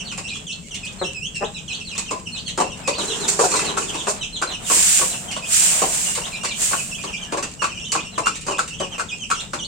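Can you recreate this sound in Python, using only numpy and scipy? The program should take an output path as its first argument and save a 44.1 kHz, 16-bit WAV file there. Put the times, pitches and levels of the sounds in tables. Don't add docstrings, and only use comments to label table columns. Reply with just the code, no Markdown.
import sys
import numpy as np
from scipy import signal
from scipy.fft import rfft, irfft, next_fast_len
from scipy.io import wavfile
from scipy.ndimage import uniform_filter1d, map_coordinates

SR = 44100
rng = np.random.default_rng(int(sys.argv[2]) if len(sys.argv) > 2 else 0)


def store_pcm(level_fs):
    pcm = np.round(np.clip(level_fs, -1, 1) * 32767).astype(np.int16)
    wavfile.write(sys.argv[1], SR, np.atleast_2d(pcm).T)


N = 426447

# frequency in Hz, level in dB.
RUMBLE_SPECTRUM = [(15, -41), (25, -8.5), (123, -9), (177, -2.5), (248, -10.5), (267, -16), (307, -14),
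                   (375, -25), (409, -16.5), (500, -23), (650, -28), (1100, -120)]
YARD_SPECTRUM = [(200, -7.5), (400, -1), (700, 3), (1200, -1), (2000, -5.5), (3500, -5.5), (6000, -30)]
FAR_HISS_SPECTRUM = [(2500, -14), (5000, 3), (6700, 2), (7700, 8.5), (8700, -5), (10000, -11),
                     (16000, -15.5)]
# time in seconds, level in dB.
YARD_LEVEL = [(0, -44), (.5, -51), (2.85, -49.5), (3.05, -37), (4.4, -42), (6, -38.5), (7.2, -44),
              (8.35, -51.5), (9.3, -49.5)]
# time of the turn in seconds,
# pitch there in Hz, slide in seconds, flick in seconds, level in dB.
SCOOPS = [(0.257, 2590, 0.02, 0.043, -29), (0.318, 2397, 0.02, 0.026, -31.5),
          (0.494, 2910, 0.029, .04, -30.5), (0.507, 2610, 0.015, 0.031, -30),
          (.736, 2725, 0.029, 0.033, -30), (.846, 2440, .018, 0.037, -29.5),
          (1.054, 2684, 0.012, 0.022, -25), (1.422, 2510, .005, 0.039, -31),
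          (1.711, 2508, 0.035, 0.046, -27.5), (1.936, 2460, 0.026, 0.039, -30.5),
          (2.353, 2544, .008, 0.049, -31.5), (2.92, 2480, 0.0096, 0.049, -31),
          (3.122, 2730, 0.031, 0.033, -30), (3.936, 2500, 0.0025, 0.034, -30),
          (5.153, 2590, 0.027, 0.022, -33), (5.345, 2830, 0.019, 0.032, -30),
          (5.433, 2484, 0.013, 0.034, -30.5), (5.805, 2280, 0.0088, 0.032, -32.5),
          (6.228, 2760, 0.013, 0.034, -29), (6.342, 2356, 0.025, .03, -30),
          (6.519, 2365, 0.026, 0.039, -30.5), (6.931, 2610, .017, 0.029, -28.5),
          (6.994, 2416, 0.013, .035, -34), (7.148, 2670, 0.026, 0.034, -30.5),
          (7.148, 2365, 0.019, 0.014, -27), (7.772, 2400, 0.0071, .035, -35),
          (7.826, 2720, 0.017, 0.036, -30.5), (7.978, 2420, 0.0042, .036, -29),
          (8.061, 2746, 0.014, 0.018, -32.5), (8.322, 2610, .02, .038, -36),
          (8.545, 2425, 0.028, 0.036, -32.5), (8.72, 2600, 0.019, 0.028, -33),
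          (8.809, 2930, 0.027, 0.029, -33), (9.124, 2450, 0.041, 0.025, -30),
          (9.374, 2745, 0.034, 0.04, -29), (9.616, 2910, 0.032, 0.042, -29)]
# start in seconds, length in seconds, top pitch in Hz, level in dB.
DROPS = [(.045, 0.045, 4490, -32.5), (0.092, 0.036, 3170, -31), (0.336, 0.034, 3480, -30),
         (0.985, 0.062, 4230, -31), (1.541, .052, 3960, -35), (1.544, 0.03, 2820, -32.5),
         (1.681, 0.068, 4160, -33), (1.778, 0.038, 3210, -33.5), (1.848, 0.053, 4390, -33),
         (2.059, 0.041, 3150, -31.5), (2.257, 0.023, 3080, -28), (2.317, 0.068, 4270, -31.5),
         (2.453, 0.055, 4390, -30.5), (2.46, 0.028, 3320, -29.5), (2.58, 0.049, 3180, -33),
         (2.697, 0.036, 3270, -33.5), (2.954, 0.064, 4306, -27), (3.063, .085, 4060, -28.5),
         (3.193, 0.074, 4230, -31), (3.639, 0.067, 4335, -28), (3.643, .025, 3100, -29),
         (3.801, .03, 3100, -33), (3.87, 0.032, 3600, -28.5), (3.973, 0.041, 3800, -29),
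         (4.189, 0.065, 4020, -31), (4.209, 0.032, 3100, -25.5), (4.324, 0.053, 4160, -27.5),
         (4.468, .062, 4134, -29), (4.521, 0.038, 3120, -28), (4.635, 0.04, 3720, -33.5),
         (4.96, 0.035, 3870, -35), (5.102, 0.037, 4050, -34), (5.278, 0.038, 3200, -31.5),
         (5.669, 0.052, 3030, -31.5), (6.325, 0.05, 4160, -36), (6.482, 0.042, 4330, -29.5),
         (6.76, 0.04, 3040, -28.5), (7.058, 0.034, 3260, -31.5), (7.59, 0.061, 2903, -29.5),
         (7.681, 0.049, 3110, -33.5), (8.11, 0.058, 4120, -39), (8.487, 0.07, 3050, -35),
         (8.823, 0.029, 3020, -29.5), (8.91, .044, 3224, -31.5), (9.222, 0.02, 3100, -28.5)]
# start and length in seconds, middle pitch and glide in Hz, level in dB.
CHEEPS = [(0, 0.013, 2865, -600, -26), (0.288, .037, 3230, -400, -44), (.625, 0.036, 2230, -160, -48),
          (1.145, 0.043, 2576, -150, -29), (1.221, 0.054, 3000, 734, -27), (1.344, 0.039, 2720, -220, -27),
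          (2.636, 0.04, 2724, 186, -34.5), (2.83, 0.062, 2530, -150, -31.5), (2.9, 0.047, 4570, -86, -30),
          (3.517, 0.054, 4210, -250, -28.5), (6.053, 0.049, 2860, -150, -30),
          (6.364, 0.138, 2824, 169, -34), (7.212, 0.047, 3020, -450, -31.5), (7.27, 0.03, 1705, -60, -42),
          (7.739, 0.044, 2980, -340, -33.5), (7.851, 0.084, 2992, -250, -32.5),
          (8.233, 0.046, 2768, 60, -27), (9.189, 0.064, 3085, -340, -34)]
# frequency in Hz, level in dB.
PEEP_OVERTONES = [(5000, -13.5), (6200, -8.5), (7200, -16), (8500, -21.5), (12000, -47)]
# time in seconds, level in dB, hardness from 0 (dull, on a slat)
# to 1 (sharp, on a cup), lead of the first graze in seconds.
KNOCKS = [(0.124, -35, 0.82, 0.0082), (.18, -33, 0.42, 0.0035), (.357, -42, 0.8, 0.0023),
          (1.98, -31, 0.48, 0.027), (2.11, -24.5, 0, 0.0027), (2.578, -19, 0.3, 0.0022),
          (2.603, -16.5, 0.17, 0.00091), (2.88, -18, 0.019, 0.0061), (2.984, -26.5, 0.089, 0.0022),
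          (3.285, -29, 0.76, 0.0032), (3.393, -16, 0.17, 0.0024), (3.442, -20.5, 0.76, .002),
          (3.54, -15, .6, 0.023), (3.594, -23.5, 1, 0.0019), (3.688, -25.5, 0.45, 0.043),
          (3.774, -17, 0.68, 0.0052), (3.826, -33, 1, 0.0018), (3.945, -27.5, 0, 0.0024),
          (4.071, -21, 0.35, 0.0019), (4.424, -15.5, 0.76, 0.0077), (4.701, -19, 0.44, 0.0019),
          (4.765, -30.5, .1, 0.0023), (5.015, -18.5, 0.59, .022), (5.365, -27, 0.33, 0.0018),
          (5.819, -16.5, 0.26, 0.00102), (6.175, -25, 0.45, 0.021), (6.268, -31.5, 0.79, 0.0019),
          (6.436, -25, 0.48, .002), (6.448, -25.5, .7, .002), (6.733, -15.5, 0.78, 0.021),
          (7.039, -27, .4, .002), (7.325, -19.5, 0.36, .003), (7.374, -21.5, 0.47, 0.0024),
          (7.428, -27, 0.54, 0.0025), (7.621, -16.5, 0.63, 0.0023), (7.642, -17, 0.87, .002),
          (7.952, -15, 0.71, 0.027), (8.18, -18, 0.47, 0.0019), (8.269, -11.5, 0.99, 0.01),
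          (8.482, -19.5, 0.4, 0.016), (8.51, -26, 0.07, 0.0019), (8.592, -13, 0.94, .008),
          (8.802, -24.5, .2, 0.0022), (8.997, -19, 0.7, 0.016), (9.314, -13.5, 0.93, 0.012),
          (9.535, -20.5, 0.61, 0.0021)]
# frequency in Hz, width in Hz, level in dB.
CUP_MODES = [(1124, 83, 9), (1320, 64, 3), (1400, 79, -3.5), (1460, 120, -18.5)]
# frequency in Hz, level in dB.
PECK_SPECTRUM = [(300, -5.5), (900, 2), (1650, -0.5), (2000, -10), (2700, 1.5), (4000, -4.5), (12000, -25)]
SLAT_SPECTRUM = [(90, -33), (200, -13.5), (320, -2.5), (420, -4), (570, -1), (800, -8), (1000, 3.5),
                 (1800, -49), (3000, -59), (9000, -69)]
TICK_SPECTRUM = [(900, -35.5), (1800, -3.5), (2600, 6), (3300, -5), (4200, 1.5), (5300, -1.5), (7500, -1),
                 (8800, -6.5), (10500, -19), (16000, -26.5)]
# time in seconds, level in dB.
GRIT_CLICKS = [(0.177, -26), (.745, -27.5), (0.849, -31), (1.354, -29.5), (1.979, -20), (2.111, -32),
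               (2.48, -29), (2.58, -45), (2.876, -18), (3.282, -21.5), (3.511, -24), (3.558, -17.5),
               (3.591, -19), (3.652, -28), (4.765, -24), (4.994, -32), (5.314, -24), (6.152, -21),
               (6.449, -19), (7.427, -23), (7.919, -15.5), (8.356, -27.5), (8.411, -32.5), (8.678, -28),
               (9.302, -25.5), (9.405, -30)]
# start in seconds, length in seconds, pitch in Hz, level in dB,
# throat resonance in Hz, roughness from 0 to 1.
CLUCKS = [(1.009, 0.024, 182.2, -22, 510, 0.31), (1.403, 0.046, 208.7, -25.5, 530, 0.42),
          (1.422, 0.019, 200, -23.5, 810, 0.12), (2.114, 0.046, 187.7, -37, 670, 0.54),
          (2.587, 0.047, 175, -22, 910, 0.1), (3.387, 0.015, 197, -17.5, 470, 0.3),
          (3.426, 0.043, 189.7, -21, 760, 0.6), (4.068, 0.036, 203.6, -27, 600, 0.2),
          (5.819, 0.027, 189.4, -25, 746, 0.4), (8.49, 0.046, 193.6, -29, 603, 0.29),
          (8.801, 0.032, 180.2, -27, 570, 0.38)]
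# frequency in Hz, level in dB.
HEN_SPECTRUM = [(100, 9), (250, -7), (1300, -0.5), (2300, -2.5), (6000, -44)]
# time in seconds, pitch in Hz, level in dB.
FAR_NOTES = [
    [(2.97, 430, -56), (3.08, 430, -43), (3.3, 408, -43), (3.55, 408, -38), (3.75, 402, -40),
     (3.95, 390, -52)],
    [(4.55, 670, -58), (4.8, 725, -49), (5.3, 705, -48), (5.75, 685, -48), (6.2, 680, -54), (7.3, 650, -57)],
]
# time of full force in seconds, hold in seconds, level in dB, release in dB per second.
SCRATCHES = [(2.99, 0.34, -32, 150), (3.282, 0.0066, -19, 131), (3.394, 0.059, -23, 130),
             (3.511, 0.037, -27, 75), (3.776, 0.0075, -27.5, 78), (3.955, 0.11, -37, 164),
             (4.085, 0.011, -22, 262)]
TRAMPLES = [(2.99, 0.29, -28, 120), (3.392, 0.38, -28.5, 60)]
SWEEPS = [(4.72, 0.26, -14, 83), (5.535, 0.11, -14, 38), (5.93, 0.17, -22.5, 99.5),
          (6.625, 0.011, -17, 59.5)]
# frequency in Hz, level in dB.
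LITTER_SPECTRUM = [(900, -27), (1800, -20), (3400, -12.5), (4300, -6.5), (5400, -6), (7400, -4),
                   (8800, -10), (10400, -20), (16000, -31)]
GROUND_SPECTRUM = [(88, -41), (150, -6), (363, -7.5), (404, 1), (599, -23), (932, -10), (1330, -18),
                   (1480, -12.5), (2280, -26), (2600, -15), (3380, -44), (5720, -120)]
SWEEP_SPECTRUM = [(500, -30), (1000, -23.5), (1500, -15), (2000, -13), (2750, -9), (3700, -13), (5300, -11),
                  (6400, -9.5), (7500, -6.5), (9000, -11), (10000, -17.5), (12000, -20), (16000, -22.5)]
# frequency in Hz, seconds to die away by 60 dB.
SHED_T60 = [(200, 0.32), (1200, 0.28), (3000, 0.39), (9000, 0.24)]
# frequency in Hz, left lead in radians.
FRONT_PHASE = [(100, -1.1), (500, 0.37), (700, -1.5), (950, 2.5), (1100, 1.9), (1350, -2), (1700, -0.3)]
# frequency in Hz, width in Hz, level in dB.
MIC_PORTS = [(8670, 720, 10.5), (7346, 1230, 9)]


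def amp(db):
    return 10 ** (np.asarray(db) / 20)


def unit(x):
    return x / np.sqrt(np.mean(x ** 2) + 1e-20)


def along(points, hz):
    freqs, values = np.transpose(points)
    return np.interp(np.log(hz + 1), np.log(freqs + 1), values)


def curves(rows):
    times, *columns = np.transpose(rows)
    return [np.interp(np.arange(N) / SR, times, column) for column in columns]


def during(rows):
    t = np.arange(N) / SR
    return uniform_filter1d(1. * ((t > rows[0][0]) & (t < rows[-1][0])), size=900)


def wobble(rate, n=N):
    knots = rng.standard_normal(int(n * rate / SR) + 4)
    return map_coordinates(knots, [np.arange(n) * rate / SR])


def panned(left_db):
    return unit(amp([[left_db / 2], [-left_db / 2]]))


def add(track, start, x):
    part = track[:, max(round(start * SR), 0):][:, :x.shape[-1]]
    part += x[..., :part.shape[-1]]


def filtered(x, response):
    n = x.shape[-1]
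    padded = 2 * next_fast_len(n // 2 + 2048)
    return irfft(rfft(x, padded) * response(np.fft.rfftfreq(padded, 1 / SR)), padded)[..., :n]


def colour(points):
    def response(hz):
        cepstrum = irfft(np.log(amp(along(points, hz))))
        cepstrum[1:len(hz) - 1] *= 2
        cepstrum[len(hz):] = 0
        return np.exp(rfft(cepstrum))
    return response


def resonances(modes):
    return lambda hz: sum((-1) ** k * amp(db) * 1j * hz * width / (centre**2 - hz**2 + 1j * hz * width)
                          for k, (centre, width, db) in enumerate(modes))


def rush(spectrum, alike, grain_db=0):
    mid, side = rng.standard_normal((2, N)) * amp(grain_db * np.minimum(wobble(1400), 2))
    turn = np.arccos(alike) / 2
    mid, side = mid * np.cos(turn), side * np.sin(turn)
    return unit(filtered(np.array([mid + side, mid - side]), lambda hz: amp(along(spectrum, hz))))


def in_shed(x, near_db, tail_db, near_t60):
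    hz, t, noise = signal.stft(rng.standard_normal((2, SR // 3)), SR, nperseg=256)
    shared = amp(-hz / 200)[:, None]
    noise = np.sqrt(1 - shared ** 2) * noise + shared * (noise[0] + noise[1]) / np.sqrt(2)
    tail = signal.istft(noise * amp(-60 * t / along(SHED_T60, hz)[:, None]), SR, nperseg=256)[1]
    t = np.arange(tail.shape[1]) / SR
    tail *= 1 - np.exp(-t / 0.0041)
    near = tail * amp(-60 * t / near_t60)
    echo = amp(near_db) * near / np.linalg.norm(near[0]) + amp(tail_db) * tail / np.linalg.norm(tail[0])
    echo[:, 0] += 1
    return signal.fftconvolve(np.atleast_2d(x), echo / np.linalg.norm(echo[0]), axes=1)


def off_cages(x):
    return filtered(x, lambda hz: np.exp(.5j * along(FRONT_PHASE, hz) * np.array([[1], [-1]])))


def background():
    yard_db, = curves(YARD_LEVEL)
    rumble = amp(-40 + wobble(17)) * rush(RUMBLE_SPECTRUM, alike=0.89) * panned(5.3)
    yard = amp(yard_db + 4.5 * wobble(21)) * rush(YARD_SPECTRUM, alike=0.043) * panned(2.3)
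    hiss = amp(-52.5) * rush(FAR_HISS_SPECTRUM, alike=0.03)
    patter = amp(-55.5 + 5.5 * wobble(28)) * rush(TICK_SPECTRUM, alike=0.059, grain_db=9.5)
    return rumble + yard + hiss + patter


def peep(hz, db, far_db=0, fade_db=0):
    n = len(hz)
    side, distance, brightness = rng.standard_normal(3)
    echo_db = -2.5 + 1.5 * distance + far_db
    phase = 2 * np.pi * np.cumsum(hz * (1 + 0.0074 * wobble(480, n))) / SR
    overtones = sum(amp(along(PEEP_OVERTONES, k * hz) + 1.2 * brightness) * np.sin(k * phase)
                    for k in (2, 3))
    swell = signal.windows.tukey(n, .2) * amp(2.8 * wobble(118, n) - fade_db * np.linspace(0, 1, n))
    whistle = unit((np.sin(phase) + overtones) * swell)
    sound = in_shed(whistle, near_db=echo_db, tail_db=echo_db, near_t60=.14)
    return amp(db - 2) * panned(-1.5 + 0.91 * side) * sound


def drop(top_hz, length):
    toward_hz, share_of_way = 2217, .8
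    progress = np.linspace(0, 1, int(length * SR))
    arch = 1.1 * (top_hz / toward_hz) ** 1.45
    return top_hz - share_of_way * (top_hz - toward_hz) * progress ** arch


def scoop(turn_hz, slide_s, flick_s):
    slide_hz, flick_hz, bend_s = 787, 1034, .03
    t = np.arange(-int(slide_s * SR), int(flick_s * SR)) / SR
    return turn_hz + np.where(t < 0, slide_hz, flick_hz) * (t / bend_s) ** 2


def chicks(chatter_per_s=3):
    out = np.zeros((2, N))
    for turn, hz, slide_s, flick_s, db in SCOOPS:
        add(out, turn - slide_s, peep(scoop(hz, slide_s, flick_s), db, fade_db=2))
    for start, length, hz, db in DROPS:
        add(out, start, peep(drop(hz, length), db, far_db=3, fade_db=-3))
    for start, length, hz, glide_hz, db in CHEEPS:
        add(out, start, peep(hz + glide_hz * np.linspace(-.5, .5, int(length * SR)), db))
    for when, height, kind in rng.random((int(chatter_per_s * N / SR), 3)):
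        if kind < .5:
            path = drop(3000 + 1200 * height, length=.05)
        else:
            path = scoop(2400 + 500 * height, slide_s=.022, flick_s=.036)
        add(out, when * N / SR, peep(path, db=-49, far_db=3))
    return out


def impact(response, rattle, rattle_t60, near_db, tail_db):
    t = np.arange(SR // 10) / SR
    force = rattle * rng.standard_normal(len(t)) * amp(-60 * t / rattle_t60)
    force[0] += 1
    sound = in_shed(filtered(force, response), near_db, tail_db, near_t60=0.097)
    return sound / np.sqrt(np.mean(sound[:, :SR // 100] ** 2))


def blow(db, hardness):
    clean = hardness ** 2.15
    modes = [(hz, width, level + rng.normal(0, 3.4) - (13 * clean if k == 0 else 9 * (1 - clean)))
             for k, (hz, width, level) in enumerate(CUP_MODES)]

    def cup(hz):
        return sum(resonances([mode])(hz) for mode in modes) * colour(PECK_SPECTRUM)(hz)
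    thud = impact(colour(SLAT_SPECTRUM), rattle=0.23, rattle_t60=0.057, near_db=-9.5, tail_db=1)
    ring = impact(cup, rattle=0.11, rattle_t60=0.012, near_db=-7.9 * clean, tail_db=-4 - 7.8 * clean)
    return amp(db) * (amp(-1.5 - 26 * clean) * thud + amp(-6.5 + 5 * hardness) * ring)


def tick(db):
    grain = impact(colour(TICK_SPECTRUM), rattle=0.3, rattle_t60=0.042, near_db=-1.5, tail_db=2.5)
    return amp(db - 6.5) * grain


def knocks(graze_db=-9.5):
    blows, ticks = np.zeros((2, 2, N))
    for start, db, hardness, lead_s in KNOCKS:
        add(blows, start - lead_s, blow(db + graze_db, 0.72 * hardness))
        add(blows, start, blow(db, hardness))
        tick_db = -17 + 0.51 * db
        add(ticks, start - lead_s, tick(tick_db))
        add(ticks, start, tick(tick_db + 0.5))
    for start, db in GRIT_CLICKS:
        add(ticks, start, tick(db))
    return off_cages(blows) * panned(2.8) + ticks


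def hens():
    out = np.zeros((2, N))
    t = np.arange(SR // 8) / SR
    for start, length, pitch_hz, db, throat_hz, rough in CLUCKS:
        progress = np.clip(t / length, 0, 1)
        hz = pitch_hz * (.94 + 0.0996 * np.sin(np.pi * progress) + 0.13 * rough * wobble(250, len(t)))
        cycle = np.cumsum(hz) / SR
        pulses = unit(np.diff(np.floor(cycle), prepend=-1))
        rasp = unit(rng.standard_normal(len(t)) * np.exp(-3 * (cycle % 1)))
        push = np.abs(np.sin(np.pi * progress ** .85))
        throat = resonances([(335, 150, -3), (throat_hz, 170, 0), (1080, 200, -10), (1650, 300, -19)])
        voice = filtered((pulses + rough * rasp) * push, throat)
        voice = filtered(voice, colour(HEN_SPECTRUM))
        voice = in_shed(voice, near_db=-5, tail_db=-5, near_t60=.09)
        add(out, start, amp(db) * voice / np.sqrt(np.mean(voice[:, :int(length * SR)] ** 2)))
    return off_cages(out) * panned(2.5)


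def far_birds():
    out = np.zeros((2, N))
    for note in FAR_NOTES:
        hz, db = curves(note)
        phase = 2 * np.pi * np.cumsum(hz * (1 + .06 * wobble(110))) / SR
        tone = unit(np.sin(phase) + amp(-12) * np.sin(2 * phase))
        call = tone * amp(db + 2.5 * wobble(25)) * during(note)
        add(out, 0, in_shed(call, near_db=-10, tail_db=-2, near_t60=0.3))
    return out


def strokes(rows, rise_db_per_s):
    t = np.arange(N) / SR
    power = np.zeros(N)
    for peak, hold, db, release in rows:
        before, after = np.maximum(peak - t, 0), np.maximum(t - peak - hold, 0)
        power += amp(db - rise_db_per_s * before - release * after) ** 2
    return np.sqrt(power)


def scuffling():
    clumps = amp(-4 + 1.7 * wobble(55))
    crackle = strokes(SCRATCHES, rise_db_per_s=2200) * rush(LITTER_SPECTRUM, alike=0.042, grain_db=1.5)
    ground = strokes(TRAMPLES, rise_db_per_s=2200) * rush(GROUND_SPECTRUM, alike=0.35, grain_db=2)
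    return clumps * (crackle * panned(-1.1) + ground * panned(4))


def sweeping():
    grains = rush(SWEEP_SPECTRUM, alike=0.015, grain_db=1)
    force = strokes(SWEEPS, rise_db_per_s=277) * amp(-5.5 + 0.18 * wobble(45))
    return force * grains * panned(-0.27)


def scene():
    return background() + chicks() + knocks() + hens() + far_birds() + scuffling() + sweeping()


def record(dry):
    ceiling, top_hz = .92, 16100
    heard = filtered(dry, lambda hz: np.array([1 + resonances([port])(hz) for port in MIC_PORTS]))
    rounded = heard / (1 + np.abs(heard / ceiling) ** 8) ** (1 / 8)
    return filtered(rounded, lambda hz: hz < top_hz)


dry = scene()
out = record(dry)
store_pcm(out)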